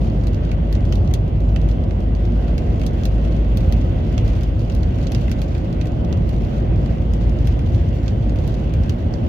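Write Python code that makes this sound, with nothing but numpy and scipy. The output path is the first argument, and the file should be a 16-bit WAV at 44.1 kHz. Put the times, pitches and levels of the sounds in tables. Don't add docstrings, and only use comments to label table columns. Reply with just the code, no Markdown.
import sys
import numpy as np
from scipy import signal
from scipy.fft import rfft, irfft, next_fast_len
from scipy.io import wavfile
from scipy.ndimage import uniform_filter1d, map_coordinates

SR = 44100
rng = np.random.default_rng(int(sys.argv[2]) if len(sys.argv) > 2 else 0)


def persist_wave(psi):
    counts = np.round(np.clip(psi, -1, 1) * 32767).astype(np.int16)
    wavfile.write(sys.argv[1], SR, np.atleast_2d(counts).T)


def rack_gain(trim_db):
    fader = np.asarray(trim_db, float)
    return 10 ** (fader / 20)


N = 409248


def unit(x):
    return x / np.sqrt(np.mean(x ** 2) + 1e-20)


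def along(points, hz):
    f, value = np.transpose(points)
    return np.interp(np.log(hz + 1), np.log(f + 1), value)


def curves(rows):
    seconds, *columns = np.transpose(rows)
    return [np.interp(np.arange(N) / SR, seconds, column) for column in columns]


def wobble(rate):
    knots = rng.standard_normal(int(N * rate / SR) + 4)
    return map_coordinates(knots, [np.arange(N) * rate / SR])


def filtered(x, response):
    m = next_fast_len(N + SR // 2)
    return irfft(rfft(x, m) * response(np.fft.rfftfreq(m, 1 / SR)), m)[..., :N]


# multiple of the firing tone, level/dB against the drone
ORDERS = [(1, -1), (2, -13.5)]
# t/s, level/dB
DRONE_LEVEL = [(0, -21), (1.5, -19), (3, -20.5), (4.5, -20), (6, -23), (7.5, -20), (9.28, -29)]


def engine():
    firing_hz, gain_hz_per_s = 51.58, 0.32
    drone_db, = curves(DRONE_LEVEL)
    hz = firing_hz + gain_hz_per_s * np.arange(N) / SR
    phase = 2 * np.pi * np.cumsum(hz * (1 + 0.0023 * wobble(3))) / SR
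    tones = sum(rack_gain(db + 2.3 * wobble(4.9)) * np.sin(k * phase) for k, db in ORDERS)
    return np.sqrt(2) * rack_gain(drone_db) * tones


# f/Hz, left-right correlation (-1 to 1)
LIKENESS = [(60, 0.92), (99, 0.98), (160, 0.95), (270, 0.83), (450, 0.47), (740, -0.28), (1220, -0.5),
            (2010, 0.57), (3330, -0.26), (5500, 0.21), (9080, 0.14), (15000, -0.03)]


def rush(spectrum, patchy_db):
    z = signal.stft(rng.standard_normal((2, N)), nperseg=512)[2]
    field = rng.standard_normal(z.shape[1:])
    field = uniform_filter1d(uniform_filter1d(field, size=6, axis=0), size=14, axis=1)
    pair = signal.istft(z * rack_gain(patchy_db * unit(field)), nperseg=512)[1][:, :N]

    def mid_side_colour(hz):
        angle = np.arccos(np.clip(along(LIKENESS, hz), -1, 1)) / 2
        return rack_gain(along(spectrum, hz)) * [np.cos(angle), np.sin(angle)]

    mid, side = filtered(pair, mid_side_colour)
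    return unit(np.array([mid + side, mid - side]))


# f/Hz, relative level per Hz/dB
RUMBLE_SPECTRUM = [(15, -42), (28, -14.5), (40, -8.5), (60, -2), (120, -6.5), (200, -12.5), (300, -17.5),
                   (420, -23.5), (620, -23), (800, -32), (1300, -41.5), (1690, -75.5), (2860, -120)]
# centre f/Hz, width/Hz, level/dB at the centre
CABIN_BOOMS = [(41.5, 5.9, 3), (84, 23, 3.5), (107.3, 9.3, 3.5), (166.5, 17, 3), (230.7, 12, 4),
               (341.3, 30, 4.5), (534, 34, 2.5), (728.3, 31, 5)]
# t/s, level/dB over the rumble
BOOM_SWELL = [(0, 0.5), (2, -1.5), (2.4, -5.5), (3.5, -0.5), (4.5, 2.5), (5.4, -1), (6.5, -0.5), (7.5, 2.5),
              (9.28, -1)]
# t/s, rain level/dB (how hard it is driven on the glass), spray level/dB, rumble level/dB
WET_DRIVE = [(0.0, -59, -50, -16.5), (0.44, -65.5, -47, -19), (0.95, -61.5, -49, -17.5),
             (1.34, -68, -49.5, -19), (1.76, -61.5, -49, -18.5), (2.07, -65.5, -48.5, -18.5),
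             (2.66, -58, -47.5, -17.5), (3.95, -59.5, -46, -17.5), (4.29, -55, -45.5, -17),
             (4.52, -61, -49, -20), (5.17, -56.5, -46.5, -17.5), (5.53, -59, -48, -19),
             (5.86, -66, -47.5, -17.5), (6.48, -57.5, -47, -17.5), (6.72, -62.5, -47.5, -17.5),
             (7.73, -59.5, -47.5, -18.5), (9.02, -61, -48, -18.5), (9.28, -60.5, -48.5, -16.5)]


def tyre_rumble():
    boom_hz, boom_log_spread = 100, 0.26
    _, _, rumble_db = curves(WET_DRIVE)

    def cabin(f):
        return rack_gain(sum(db / (1 + (2 * (f - hz) / width) ** 2) for hz, width, db in CABIN_BOOMS))

    def low_band(f):
        return np.exp(-0.5 * (np.log((f + 1) / boom_hz) / boom_log_spread) ** 2)

    booming = unit(filtered(rush(RUMBLE_SPECTRUM, patchy_db=0.02), cabin))
    rumble = rack_gain(rumble_db + 0.41 * wobble(5.4)) * booming
    swell_db = curves(BOOM_SWELL)[0] + 1.0 * wobble(5.9)
    return rumble + (rack_gain(swell_db) - 1) * filtered(rumble, low_band)


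# f/Hz, relative level per Hz/dB
SPRAY_SPECTRUM = [(530, -34), (900, -16.5), (1390, -6), (1540, -2.5), (1720, -9.5), (1950, -5.5),
                  (2350, -9.5), (2720, -7), (3350, -9), (3700, -15), (5000, -28.5), (7000, -50),
                  (9000, -120)]


def spray():
    _, spray_db, _ = curves(WET_DRIVE)
    return rack_gain(spray_db + 0.68 * wobble(6.1)) * rush(SPRAY_SPECTRUM, patchy_db=1.3)


# f/Hz, relative level per Hz/dB
TREBLE_SPECTRUM = [(2500, -120), (3400, -12.5), (4500, 1), (6390, -5.5), (7400, -6), (8200, -23.5),
                   (9200, -14.5), (15200, -12.5), (15900, -17), (16500, -47)]


def spray_treble():
    offset_db, share_of_swings = -4, 0.45
    unsteady_db, unsteady_rate = 1.3, 22
    rain_db = curves(WET_DRIVE)[0]
    mean_db = rain_db.mean()
    db = mean_db + offset_db + share_of_swings * (rain_db - mean_db) + unsteady_db * wobble(unsteady_rate)
    return rack_gain(db) * rush(TREBLE_SPECTRUM, patchy_db=3.0)


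def modes(table):
    def response(f):
        total = 0
        for k, (centre, width, db) in enumerate(table):
            resonance = 1j * f * width / (centre * centre - f * f + 1j * f * width)
            total = total + (-1) ** k * rack_gain(db) * resonance
        return total / np.sqrt(np.mean(np.abs(total) ** 2))
    return response


def ticks(burst, t60, tail_db):
    t = np.arange(SR // 18) / SR
    tail = np.float32(rack_gain(tail_db)[:, None] * rack_gain(-60 * t / t60))
    attack = np.float32(np.minimum(t / 0.0011, 1) ** 2)
    body = np.float32(rack_gain(-60 * np.maximum(t - burst, 0) / 0.007))
    shape = (attack * (body + tail))[:, None]
    bursts = rng.standard_normal((len(tail), 2, len(t)), dtype=np.float32) * shape
    return bursts * np.linalg.norm(shape, axis=2, keepdims=True) / np.linalg.norm(bursts, axis=2, keepdims=True)


def under_tones(hz, t60, drift):
    t = np.arange(SR // 40) / SR
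    steps = rng.standard_normal((len(hz), 2, len(t)), dtype=np.float32)
    wander = np.cumsum(drift * steps, axis=2)
    tone = np.sin(2 * np.pi * hz[:, None, None] * t + wander)
    return tone * np.minimum(t / 0.00051, 1) * rack_gain(-60 * t / t60)


def laid(seconds, bursts, db, pan_db):
    starts = np.round(seconds * SR).astype(int)
    where = (starts[:, None] + np.arange(bursts.shape[2])).ravel()
    sides = [bursts[:, k] * rack_gain(db + sign * pan_db / 2)[:, None] for k, sign in enumerate((1, -1))]
    return np.array([np.bincount(where, side.ravel(), N + SR)[:N] for side in sides])


def drizzle(count, db, spread_db, gust_db, thud_db, treble_db, tone_hz):
    u, g = rng.random((count, 2)), rng.standard_normal((count, 3))
    seconds = u[:, 0] * N / SR
    gusts = curves(WET_DRIVE)[0] + gust_db * wobble(13)
    shower_db = gusts[(seconds * SR).astype(int)]
    sizes = shower_db + db + np.minimum(-spread_db * np.log(1 - u[:, 1]), 6)
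    thuds = thud_db + 2.9 * g[:, 0]
    trebles = treble_db + 3.1 * g[:, 1]
    pitches = tone_hz * np.exp(0.14 * g[:, 2])
    return np.transpose([seconds, sizes, thuds, trebles, pitches])


# t/s, nominal level/dB, thud level/dB and splash level/dB against it, tone f/Hz
BIG_DROPS = [(0.269, -31.5, -11.5, -16, 2780), (0.3313, -38, -14, -18, 1910),
             (0.5148, -33.5, -2.5, -29, 2255), (0.7257, -29, -14.5, -15.5, 1920),
             (0.751, -32, -12.5, -29, 1900), (0.9232, -25, -9, -28, 3060), (0.9542, -31, -24, -20, 2200),
             (1.1105, -38.5, -5.5, -18, 2910), (1.1374, -22, -16.5, -12, 3220),
             (1.5602, -31.5, -4, -29, 3020), (1.6874, -34, -9.5, -19.5, 3300),
             (1.9081, -39, -5.5, -38, 2160), (2.4798, -39, -7, -39, 2520), (2.579, -28.5, -10.5, -25, 2240),
             (2.8138, -33.5, -6, -24.5, 2230), (2.834, -36, -4, -21, 3200), (2.8637, -25, -31, -13.5, 4340),
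             (3.0532, -24.5, -14, -14.5, 4220), (3.249, -37, -7.5, -24, 2640),
             (3.571, -27, -15.5, -12, 2650), (3.7229, -27.5, -13.5, -15, 1925),
             (4.1781, -28, -5.5, -28.5, 3260), (4.2777, -34, -15.5, -18.5, 2440),
             (4.4328, -32, -16, -18, 2850), (4.6977, -31, -10.5, -31, 2770),
             (4.7481, -32.5, -17, -16, 1940), (4.8313, -33, -12, -27, 1900), (4.9846, -37, -5.5, -26, 2350),
             (5.0684, -28.5, -14, -37, 3340), (5.1182, -28.5, -12, -15, 1780),
             (5.1472, -24.5, -11.5, -25.5, 2690), (5.2799, -43, 3, -15, 2050), (5.314, -26, -12, -16, 1534),
             (5.4163, -29.5, -10.5, -17, 2380), (5.5488, -34, -6, -31, 2590),
             (5.8117, -30, -9.5, -35, 2460), (5.87, -33.5, -19, -21.5, 2370), (6.126, -29, -9, -31, 2700),
             (6.2911, -34, -16, -16, 2420), (6.8592, -36.5, -7.5, -28, 2620), (7.135, -33, -11, -17, 1960),
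             (7.4713, -29.5, -10.5, -13.5, 3370), (7.5906, -37, -7, -19, 2400),
             (8.0792, -29, -15.5, -48, 2830), (8.3579, -38.5, -6, -18.5, 2520),
             (8.3863, -35, -15, -22.5, 2470), (8.4757, -33, -12, -15, 2760), (8.737, -33.5, -10, -18, 2370),
             (8.8942, -28, -11, -17, 2780), (9.1376, -30.5, -19, -42, 1910)]
# t/s, nominal level/dB, splash level/dB against it
LIGHT_TICKS = [(0.0782, -52, -24), (0.0987, -41, -22), (0.1186, -46, -24), (0.2364, -37, -18),
               (0.2804, -40, -22), (0.2924, -48, -23), (0.3441, -35, -20), (0.4339, -44, -22),
               (0.4499, -38, -21), (0.4913, -43, -28), (0.8061, -42, -22), (0.8515, -37, -22),
               (1.047, -42.5, -24), (1.075, -36, -28), (1.277, -42, -20), (1.4032, -40, -19),
               (1.4905, -39, -23), (1.6144, -38, -20.5), (1.7125, -36, -21), (1.8372, -38.5, -25),
               (2.0038, -40, -21), (2.1495, -36.5, -26), (2.2513, -37, -23), (2.3206, -43, -26),
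               (2.7297, -45, -28), (2.7566, -41, -22), (2.7955, -37, -21.5), (3.034, -31.5, -22),
               (3.1403, -42.5, -23), (3.3638, -39, -19.5), (3.6052, -35.5, -20), (3.6616, -44.5, -25),
               (3.8122, -40, -26), (4.125, -36.5, -23), (4.2467, -42, -20), (4.3535, -39.5, -23),
               (4.4079, -35, -19.5), (4.593, -38, -18), (4.7212, -35.5, -23), (4.8788, -48, -23),
               (5.0264, -38, -22), (5.2949, -34.5, -23.5), (5.441, -41, -20), (5.5792, -37, -22),
               (5.7264, -36, -22), (5.8554, -33.5, -24), (5.9184, -40, -23), (6.0467, -38, -22),
               (6.1719, -38, -23.5), (6.3619, -42, -23), (6.3804, -41, -20), (6.4088, -42, -24),
               (6.4188, -41, -22.5), (6.4472, -40, -22), (6.5645, -44, -20), (6.5809, -40, -22),
               (6.7585, -43, -24), (7.0204, -43, -23), (7.21, -39, -26), (7.2938, -38.5, -20),
               (7.3871, -37.5, -24), (7.6615, -37, -27), (7.7453, -35.5, -20), (7.888, -38.5, -23),
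               (8.1054, -42, -22), (8.2945, -36, -25.5), (8.5405, -35.5, -25), (8.5699, -48, -24),
               (8.6936, -42, -24), (8.8343, -34, -25.5), (8.986, -47, -27)]
# centre f/Hz, width/Hz, level/dB
THUD_MODES = [(1250, 530, -3.5), (1960, 500, -2), (2670, 330, 1.5)]
GLASS_MODES = [(3200, 790, -1.5), (4450, 1160, -1), (6340, 1200, -5)]
SPLASH_MODES = [(9000, 1700, -4.5), (12000, 1900, -0.5), (14700, 1500, -1.5)]


def rain():
    small = drizzle(count=3000, db=6.0, spread_db=7.5, gust_db=1.8, thud_db=-12.5, treble_db=-24, tone_hz=2694)
    light = [(s, db, -15, treble_db, 2700) for s, db, treble_db in LIGHT_TICKS]
    s, db, thud_db, treble_db, hz = np.vstack([BIG_DROPS, light, small]).T
    pan_db = 5 + 0.41 * treble_db + 2 * rng.standard_normal(len(s))
    wet_db = np.minimum(0.18 * (db + treble_db + 41), 0)
    thud = laid(s, ticks(burst=0.0028, t60=0.14, tail_db=wet_db - 2), db + thud_db - 1.9, pan_db + 3.5)
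    tick = laid(s, ticks(burst=0.001, t60=0.08, tail_db=wet_db - 4.0), db - 7.0, pan_db + 2.5)
    splash = laid(s, ticks(burst=0.0012, t60=0.055, tail_db=wet_db - 8), db + treble_db + 2.5, 0.3 * pan_db)
    tone = laid(s, under_tones(hz, t60=0.065, drift=0.13), db + thud_db + 0.33, pan_db + 4.5)
    struck = filtered(thud, modes(THUD_MODES)) + filtered(tick, modes(GLASS_MODES))
    return tone + struck + filtered(splash, modes(SPLASH_MODES))


def scene():
    return engine() + tyre_rumble() + spray() + spray_treble() + rain()


# f/Hz, left over right level/dB
PAIR_TILT = [(60, 0), (200, -0.9), (380, -2), (900, -2), (2400, 0.5), (4400, -5.5), (6000, -3.5),
             (8500, 5.5), (11000, 0.5), (14000, -2.5)]


def microphones(dry):
    def colour(hz):
        top = 1 / (1 + (hz / 15900) ** 40)
        return top * rack_gain(along(PAIR_TILT, hz) / 2 * np.array([[1], [-1]]))
    return filtered(dry, colour)


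def low_pass(x):
    return signal.sosfilt(signal.butter(12, 16660, fs=SR, output="sos"), x)


def record(dry):
    return low_pass(microphones(dry))


dry = scene()
out = record(dry)
persist_wave(out)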